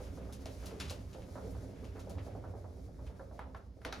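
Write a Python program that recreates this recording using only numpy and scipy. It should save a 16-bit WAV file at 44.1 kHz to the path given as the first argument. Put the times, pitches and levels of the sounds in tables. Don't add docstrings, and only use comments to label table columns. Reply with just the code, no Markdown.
import sys
import numpy as np
from scipy import signal
from scipy.fft import rfft, irfft
from scipy.io import wavfile

SR = 44100
rng = np.random.default_rng(int(sys.argv[2]) if len(sys.argv) > 2 else 0)


def unload_audio(sound):
    columns = np.transpose(np.atleast_2d(sound))
    steps = np.round(np.clip(columns, -1, 1) * 32767)
    wavfile.write(sys.argv[1], SR, steps.astype(np.int16))


N = 176400
EVENT_SAMPLES = 16384

# time_s, gain_db
ROLLING_GAIN = [(0, 0), (.75, 3.5), (1.1, -1.5), (1.5, 4), (1.8, -2.5), (2.15, 2.5), (2.6, -2.5),
                (2.85, -3.5), (3.15, -2.5), (3.5, -7.5), (3.72, -12), (4, -0.5)]
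# frequency_hz, density_db
RUMBLE_SPECTRUM = [(90, -9), (145, -8.5), (180, 1.5), (230, -12), (266, 1.5), (320, -13), (400, -2.5)]
GRIT_SPECTRUM = [(150, -23), (330, 3), (470, -1.5), (600, -4), (800, -9.5), (1050, -15), (1400, -15),
                 (2000, -21), (4000, -57)]
def rollers(grains_per_s=420, scatter_db=5.5):
    hz = freqs(N)
    rumble = noise(along(RUMBLE_SPECTRUM, hz) + rolloff(hz, corner_hz=338, order=4))
    rumble *= undb(-51.5 + 3 * walk(13))
    grains = (rng.random(N) < grains_per_s / SR) * np.sign(rng.standard_normal(N))
    grains *= undb(scatter_db * rng.standard_normal(N))
    grit = colour(grains, along(GRIT_SPECTRUM, hz))
    grit = level(grit + signal.fftconvolve(grit[None], room())[:, :N], db=-58)
    return (rumble + grit) * undb(curve(ROLLING_GAIN))


# time_s, lower_db, upper_db
BOOM_ENVELOPES = [(0, -54, -52.5), (.35, -60.5, -49.5), (.6, -49, -50), (1.0, -61, -49), (1.17, -70, -53),
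                  (1.27, -60, -53), (1.58, -50, -46), (1.8, -80, -55.5), (1.949, -46, -43),
                  (2.04, -69, -53), (2.152, -71, -44.5), (2.45, -73, -47.5), (2.749, -52, -54),
                  (3.099, -51, -47), (3.33, -62, -55.5), (3.46, -51, -55), (3.7, -60.5, -58),
                  (4, -49.5, -59)]
# frequency_hz, density_db
LOWER_RESONANCE = [(20, -28), (40, -38), (54, 0.5), (66, 1.5), (78, -11.5), (100, -40), (300, -110)]
UPPER_RESONANCE = [(20, -30), (55, -12), (76, 1), (96, -0.5), (120, -4.5), (145, -27.5), (400, -110)]
def pane_boom():
    hz, rows = freqs(N), np.array(BOOM_ENVELOPES)
    lower = noise(along(LOWER_RESONANCE, hz)) * undb(curve(rows[:, [0, 1]]) + 0.5)
    upper = noise(along(UPPER_RESONANCE, hz)) * undb(curve(rows[:, [0, 2]]) - 1)
    return (lower + upper) * np.sqrt(2)


# time_s, pitch_hz, level_db
MOTOR_DRONE = [(0, 62.6, -51), (.75, 69.86, -56), (1.0, 94.1, -56), (1.201, 91.53, -64.5),
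               (1.58, 100.9, -51.5), (1.85, 87.46, -59), (2.3, 98.24, -53.5), (2.621, 96.5, -51),
               (2.851, 63.1, -61), (3.2, 65.2, -53), (3.6, 54, -75)]
def motor(waver=.018, wobble_db=1.5):
    rows = np.array(MOTOR_DRONE)
    pitch_hz = curve(rows[:, [0, 1]]) * (1 + waver * walk(20))
    tone = np.sqrt(2) * np.sin(2 * np.pi * np.cumsum(pitch_hz) / SR)
    return tone * undb(curve(rows[:, [0, 2]]) + wobble_db * walk(28))


# start_s, level_db, cutoff_hz, thud_db, crack_db, note_hz, note_db
CLOSING_BLOWS = [(3.392, -45, 1820, -4, -21, 966, -3), (3.547, -48, 1780, -6, -27, 1090, -7),
                 (3.816, -58.5, 2530, 2, -15, 1680, -10), (3.849, -37.5, 6600, 5.5, -13.5, 1470, -18),
                 (3.9251, -42, 7960, -17, -12.5, 3950, -9.5)]
# frequency_hz, density_db
BODY_SPECTRUM = [(50, 2), (200, -3), (450, -2), (700, -1), (1100, -5), (1400, -1.5), (2100, -8.5),
                 (2700, -13), (3900, -10.5), (6000, -12), (9000, -28), (15000, -20)]
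CRACK_SPECTRUM = [(500, -5), (2000, 7), (3900, -2.5), (6200, -13), (8500, 1.5), (11000, -6), (13000, -12),
                  (15500, -21)]
def knocks(thud_hz=565):
    out = np.zeros((2, N))
    hz = freqs(EVENT_SAMPLES)
    for start_s, db, cutoff_hz, thud_db, crack_db, note_hz, note_db in CLOSING_BLOWS:
        force = contact(rise_s=.001, ring_s=.0054, snap=.14)
        body = in_room(force, along(BODY_SPECTRUM, hz), wet_db=3)
        bass_shelf_db = thud_db / (1 + (hz / thud_hz) ** 4)
        shape_db = rolloff(hz, cutoff_hz, order=2) + bass_shelf_db
        blow = unit(colour(body + undb(-1) * frame_ring(), shape_db))
        touch = contact(rise_s=.001, ring_s=.0027, snap=.25)
        crack = undb(crack_db) * in_room(touch, along(CRACK_SPECTRUM, hz), wet_db=4)
        struck = undb(note_db) * note(note_hz, t60_s=.022)
        add(out, start_s, np.sqrt(2) * blow + crack + struck, db - 2.86)
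    return out


# frequency_hz, level_db, t60_s
FRAME_MODES = [(306.5, -4, 0.43), (498, 2, 0.25), (654, 3.5, 0.21), (786, 7, 0.13), (882, -0.5, 0.21),
               (973.5, 4.5, 0.082), (1217, -2, 0.14), (1353, 0.5, 0.2), (1518, -6, 0.2), (1706, 5.5, 0.072),
               (2160, -4.5, 0.13), (2520, -8, .12)]
def frame_ring(scatter_db=2):
    ring = 0
    for hz, db, t60_s in FRAME_MODES:
        gain = undb(db + scatter_db * rng.standard_normal()) * rng.choice([-1, 1])
        ring += gain * damped_sine(hz, t60_s)
    return unit(ring)


# start_s, level_db, cutoff_hz
ROLLER_BUMPS = [(.002, -48.5, 1060), (.172, -50.5, 1080), (.205, -52.5, 950), (.29, -53.5, 1230),
                (.457, -46.5, 820), (.626, -50, 1160), (.71, -53, 1100), (.757, -59, 720),
                (.908, -46.5, 860), (1.147, -49, 930), (1.182, -48.5, 740), (1.284, -53, 795),
                (1.355, -46, 1360), (1.376, -46, 1150), (1.452, -47.5, 690), (1.485, -60, 736.6),
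                (1.55, -52.5, 1090), (1.63, -51, 700), (1.69, -59, 710), (1.73, -55, 731),
                (1.835, -52, 877), (1.951, -52, 910), (1.98, -51, 1250), (2.069, -49, 925),
                (2.098, -46.5, 840), (2.174, -50, 890), (2.265, -46.5, 875), (2.349, -47, 920),
                (2.439, -46.5, 1140), (2.537, -47, 830), (2.642, -49, 998), (2.769, -54.5, 700),
                (2.882, -57.5, 965), (2.99, -53, 995), (3.085, -53.5, 890), (3.195, -48.5, 1390),
                (3.311, -49.5, 855), (3.466, -53.5, 690), (3.767, -55.5, 563)]
# frequency_hz, density_db
BUMP_SPECTRUM = [(60, -6.5), (180, -8.5), (350, -4.5), (540, 6), (700, -1.5), (1000, -7.5), (1400, -1.5),
                 (2500, -10)]
def bumps():
    out = np.zeros((2, N))
    hz = freqs(EVENT_SAMPLES)
    for start_s, db, cutoff_hz in ROLLER_BUMPS:
        force = contact(rise_s=.00077, ring_s=.015, snap=.22)
        blow = in_room(force, along(BUMP_SPECTRUM, hz), wet_db=-.5) + undb(-9) * frame_ring()
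        add(out, start_s, unit(colour(blow, rolloff(hz, cutoff_hz, order=4))), db + 1.5)
    return out


# start_s, pitch_hz, level_db
PANE_NOTES = [(.004, 506.5, -51), (.718, 449, -52), (1.445, 450.4, -51), (2.266, 713.4, -57.5),
              (3.197, 539.7, -50.5), (3.311, 698, -58.5)]
def pane_rings():
    out = np.zeros((2, N))
    for start_s, pitch_hz, db in PANE_NOTES:
        ring = note(pitch_hz, t60_s=.16)
        add(out, start_s, colour(ring, rolloff(freqs(EVENT_SAMPLES), 2 * pitch_hz, order=4)), db)
    return out


# start_s, level_db, treble_tilt_db_per_octave, rise_s
SCUFF_EVENTS = [(0.323, -55.5, 6.5, .003), (.454, -54.5, 1, 0.0036), (.628, -64.5, -2, 0.0059),
                (.654, -52.5, 6.5, 0.0058), (0.704, -62, -5, 0.0041), (0.797, -44, 0, .005),
                (0.843, -56, -1, 0.013), (0.869, -55.5, 0, 0.018), (.896, -47.5, 3, 0.0067),
                (1.127, -61, 1.5, 0.005), (1.217, -65, -4, 0.0044), (1.503, -64.5, 12, .005),
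                (1.84, -62, -0.5, 0.0051), (1.956, -60, -33, 0.0026), (1.993, -59.5, 3.5, 0.0019),
                (2.092, -58.5, 6.5, 0.0048), (2.177, -57.5, -10, 0.0064), (3.06, -63.5, -4.5, 0.0081),
                (3.564, -72.5, 5, 0.00095)]
# frequency_hz, density_db
SCUFF_SPECTRUM = [(300, -20), (900, 7.5), (1900, 3), (2700, 6.5), (3300, 5.5), (4200, 4), (6500, 0.5),
                  (8500, 2.5), (11000, -8), (15500, -18)]
def scuffs(echo_after_s=.0064):
    out = np.zeros((2, N))
    hz = freqs(EVENT_SAMPLES)
    for start_s, db, tilt, rise_s in SCUFF_EVENTS:
        echo = np.roll(contact(rise_s=.00038, ring_s=.0018, snap=0), int((rise_s + echo_after_s) * SR))
        scuff = contact(rise_s, ring_s=.028, snap=.37) + undb(-8) * echo
        shape_db = along(SCUFF_SPECTRUM, hz) + tilt * np.log2(np.maximum(hz, 2000))
        add(out, start_s, in_room(scuff, shape_db, wet_db=-.5), db)
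    return out


# start_s, level_db
CATCH_RELEASES = [(0.4579, -58.5), (0.8007, -53.5), (0.8977, -52)]
# frequency_hz, density_db
CLICK_SPECTRUM = [(1000, -13), (2500, -15), (3600, 1), (5500, 2), (8000, -11), (15000, -34)]
def clicks():
    out = np.zeros((2, N))
    for start_s, db in CATCH_RELEASES:
        force = contact(rise_s=.0002, ring_s=.00098, snap=.5)
        click = unit(colour(force, along(CLICK_SPECTRUM, freqs(EVENT_SAMPLES))))
        add(out, start_s, click[None], db)
    return out


# time_s, level_db
HISS_ENVELOPE = [(0, -61), (.42, -65.5), (.6, -59.5), (1.05, -66.5), (1.5, -63), (1.8, -68), (2.1, -66),
                 (2.5, -70.5), (3.1, -69.5), (3.45, -74.5), (3.7, -80.5), (4, -66.5)]
RUB_ENVELOPE = [(0, -65.5), (.42, -71), (.6, -67), (1.05, -69.5), (1.5, -71), (2.1, -70.5), (2.4, -71.5),
                (2.6, -82.5), (3.5, -79), (4, -94)]
# frequency_hz, density_db
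HISS_SPECTRUM = [(500, 2), (1800, -10), (2200, -2), (2800, -11), (3700, -4.5), (5200, -2.5), (7000, -4),
                 (9000, -4.5), (11000, -9), (13500, -14.5), (16000, -15)]
RUB_SPECTRUM = [(200, -2), (1500, 2.5), (2400, 1), (3300, -2), (4200, -8.5), (7000, -24), (16000, -46)]
def seal():
    hz = freqs(N)
    hiss = noise(along(HISS_SPECTRUM, hz)) * undb(curve(HISS_ENVELOPE) + 2.8 * walk(28.67))
    rub = noise(along(RUB_SPECTRUM, hz)) * undb(curve(RUB_ENVELOPE) + 3.3 * walk(25.95))
    return hiss + rub


# frequency_hz, t60_s
ROOM_DECAY = [(100, 0.23), (500, 0.61), (1500, 0.28), (4000, 0.27), (10000, 0.11)]
def room(gap_s=.0015, build_s=.014):
    t, hz = times(EVENT_SAMPLES), freqs(EVENT_SAMPLES)
    spectrum = rfft(rng.standard_normal((2, len(t))))
    tail = 0
    for band_hz, t60_s in ROOM_DECAY:
        share = along([(f, f == band_hz) for f, _ in ROOM_DECAY], hz)
        tail += irfft(spectrum * share) * undb(-60 * t / t60_s)
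    return unit(tail * np.clip((t - gap_s) / build_s, 0, 1))


# frequency_hz, density_db
AMBIENT_SPECTRUM = [(20, -22), (32, -2), (60, -1), (90, -3.5), (150, -4.5), (260, -9), (400, -24),
                    (520, -17.5), (750, -44), (1200, -45), (3200, -46.5), (5300, -40.5), (9000, -76),
                    (15000, -50)]
def background(hum_hz=59.5, level_db=-55.5):
    hum = level(np.sin(2 * np.pi * hum_hz * times()), level_db)
    return noise(along(AMBIENT_SPECTRUM, freqs(N))) * undb(level_db) + hum


def contact(rise_s, ring_s, snap):
    t = times(EVENT_SAMPLES)
    envelope = np.minimum(t / rise_s, 1) * np.exp(-np.maximum(t - rise_s, 0) / ring_s)
    force = unit(rng.standard_normal(len(t)) * envelope)
    force[int(rise_s * SR)] += snap
    return force


def damped_sine(hz, t60_s):
    t = times(EVENT_SAMPLES)
    return np.sin(2 * np.pi * hz * t) * undb(-60 * t / t60_s)


def note(hz, t60_s):
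    direct = unit(damped_sine(hz, t60_s))
    tail = unit(signal.fftconvolve(direct[None], room())[:, :EVENT_SAMPLES])
    return direct + undb(-3) * tail


def in_room(x, db, wet_db):
    return unit(colour(x, db)) + undb(wet_db) * unit(colour(room(), db))


def undb(db):
    return 10 ** (np.asarray(db) / 20)


def times(size=N):
    return np.arange(size) / SR


def freqs(size):
    return np.maximum(np.arange(size // 2 + 1) * SR / size, 1)


def curve(rows):
    return np.interp(times(), *np.array(rows).T)


def along(rows, hz):
    row_hz, values = np.array(rows).T
    return np.interp(np.log(hz), np.log(row_hz), values)


def rolloff(hz, corner_hz, order):
    return -10 * np.log10(1 + (hz / corner_hz) ** (2 * order))


def colour(x, db):
    size = x.shape[-1]
    cepstrum = irfft(np.log(undb(db)), size)
    cepstrum[1:size // 2] *= 2
    cepstrum[size // 2 + 1:] = 0
    return irfft(rfft(x) * np.exp(rfft(cepstrum)), size)


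def level(x, db):
    return x * undb(db) / np.sqrt(np.mean(x ** 2))


def unit(x):
    return x / np.sqrt(np.mean(np.sum(x ** 2, axis=-1)))


def walk(rate_hz):
    step = int(SR / rate_hz)
    return np.interp(np.arange(N) / step, np.arange(400), rng.standard_normal(400))


def noise(db):
    return level(irfft(rfft(rng.standard_normal((2, N))) * undb(db), N), 0)


def add(out, start_s, x, db):
    i = int(start_s * SR)
    out[:, i:i + x.shape[1]] += (x * undb(db) * np.sqrt(SR * .02))[:, :N - i]


def scene():
    travel = pane_boom() + motor() + rollers() + seal() + bumps() + pane_rings()
    return travel + scuffs() + clicks() + knocks() + background()


# frequency_hz, side_gain_db
PAIR_WIDTH = [(60, -22), (130, -14), (260, -13), (600, -3), (1500, -1.5), (4000, -5.5), (12000, -9.5)]
# frequency_hz, left_minus_right_db
PAIR_BALANCE = [(60, -3), (110, -2.5), (200, -4), (380, -1.5), (700, -2.5), (1290, -1.5), (2380, 3),
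                (4400, 3.5), (8120, 1.5), (15000, 2.0)]
# frequency_hz, left_lead_rad
PAIR_PHASE = [(20, 0), (2000, .1), (5000, .5), (6700, -.5), (7600, -2.5), (9000, -3.7), (10400, -5.7),
              (13000, -6.8), (16000, -9)]
def record(dry, top_hz=15850):
    hz, sides = freqs(2 * N), np.array([[1], [-1]])
    left, right = rfft(dry, 2 * N)
    mid, side = (left + right) / 2, (left - right) / 2
    pair = mid + sides * side * undb(along(PAIR_WIDTH, hz))
    pair *= undb(sides * along(PAIR_BALANCE, hz) / 2)
    pair *= np.exp(1j * sides * along(PAIR_PHASE, hz) / 2)
    lowpass = signal.ellip(8, .2, 70, top_hz, fs=SR, output="sos")
    return signal.sosfilt(lowpass, irfft(pair)[:, :N])


dry = scene()
out = record(dry)
unload_audio(out)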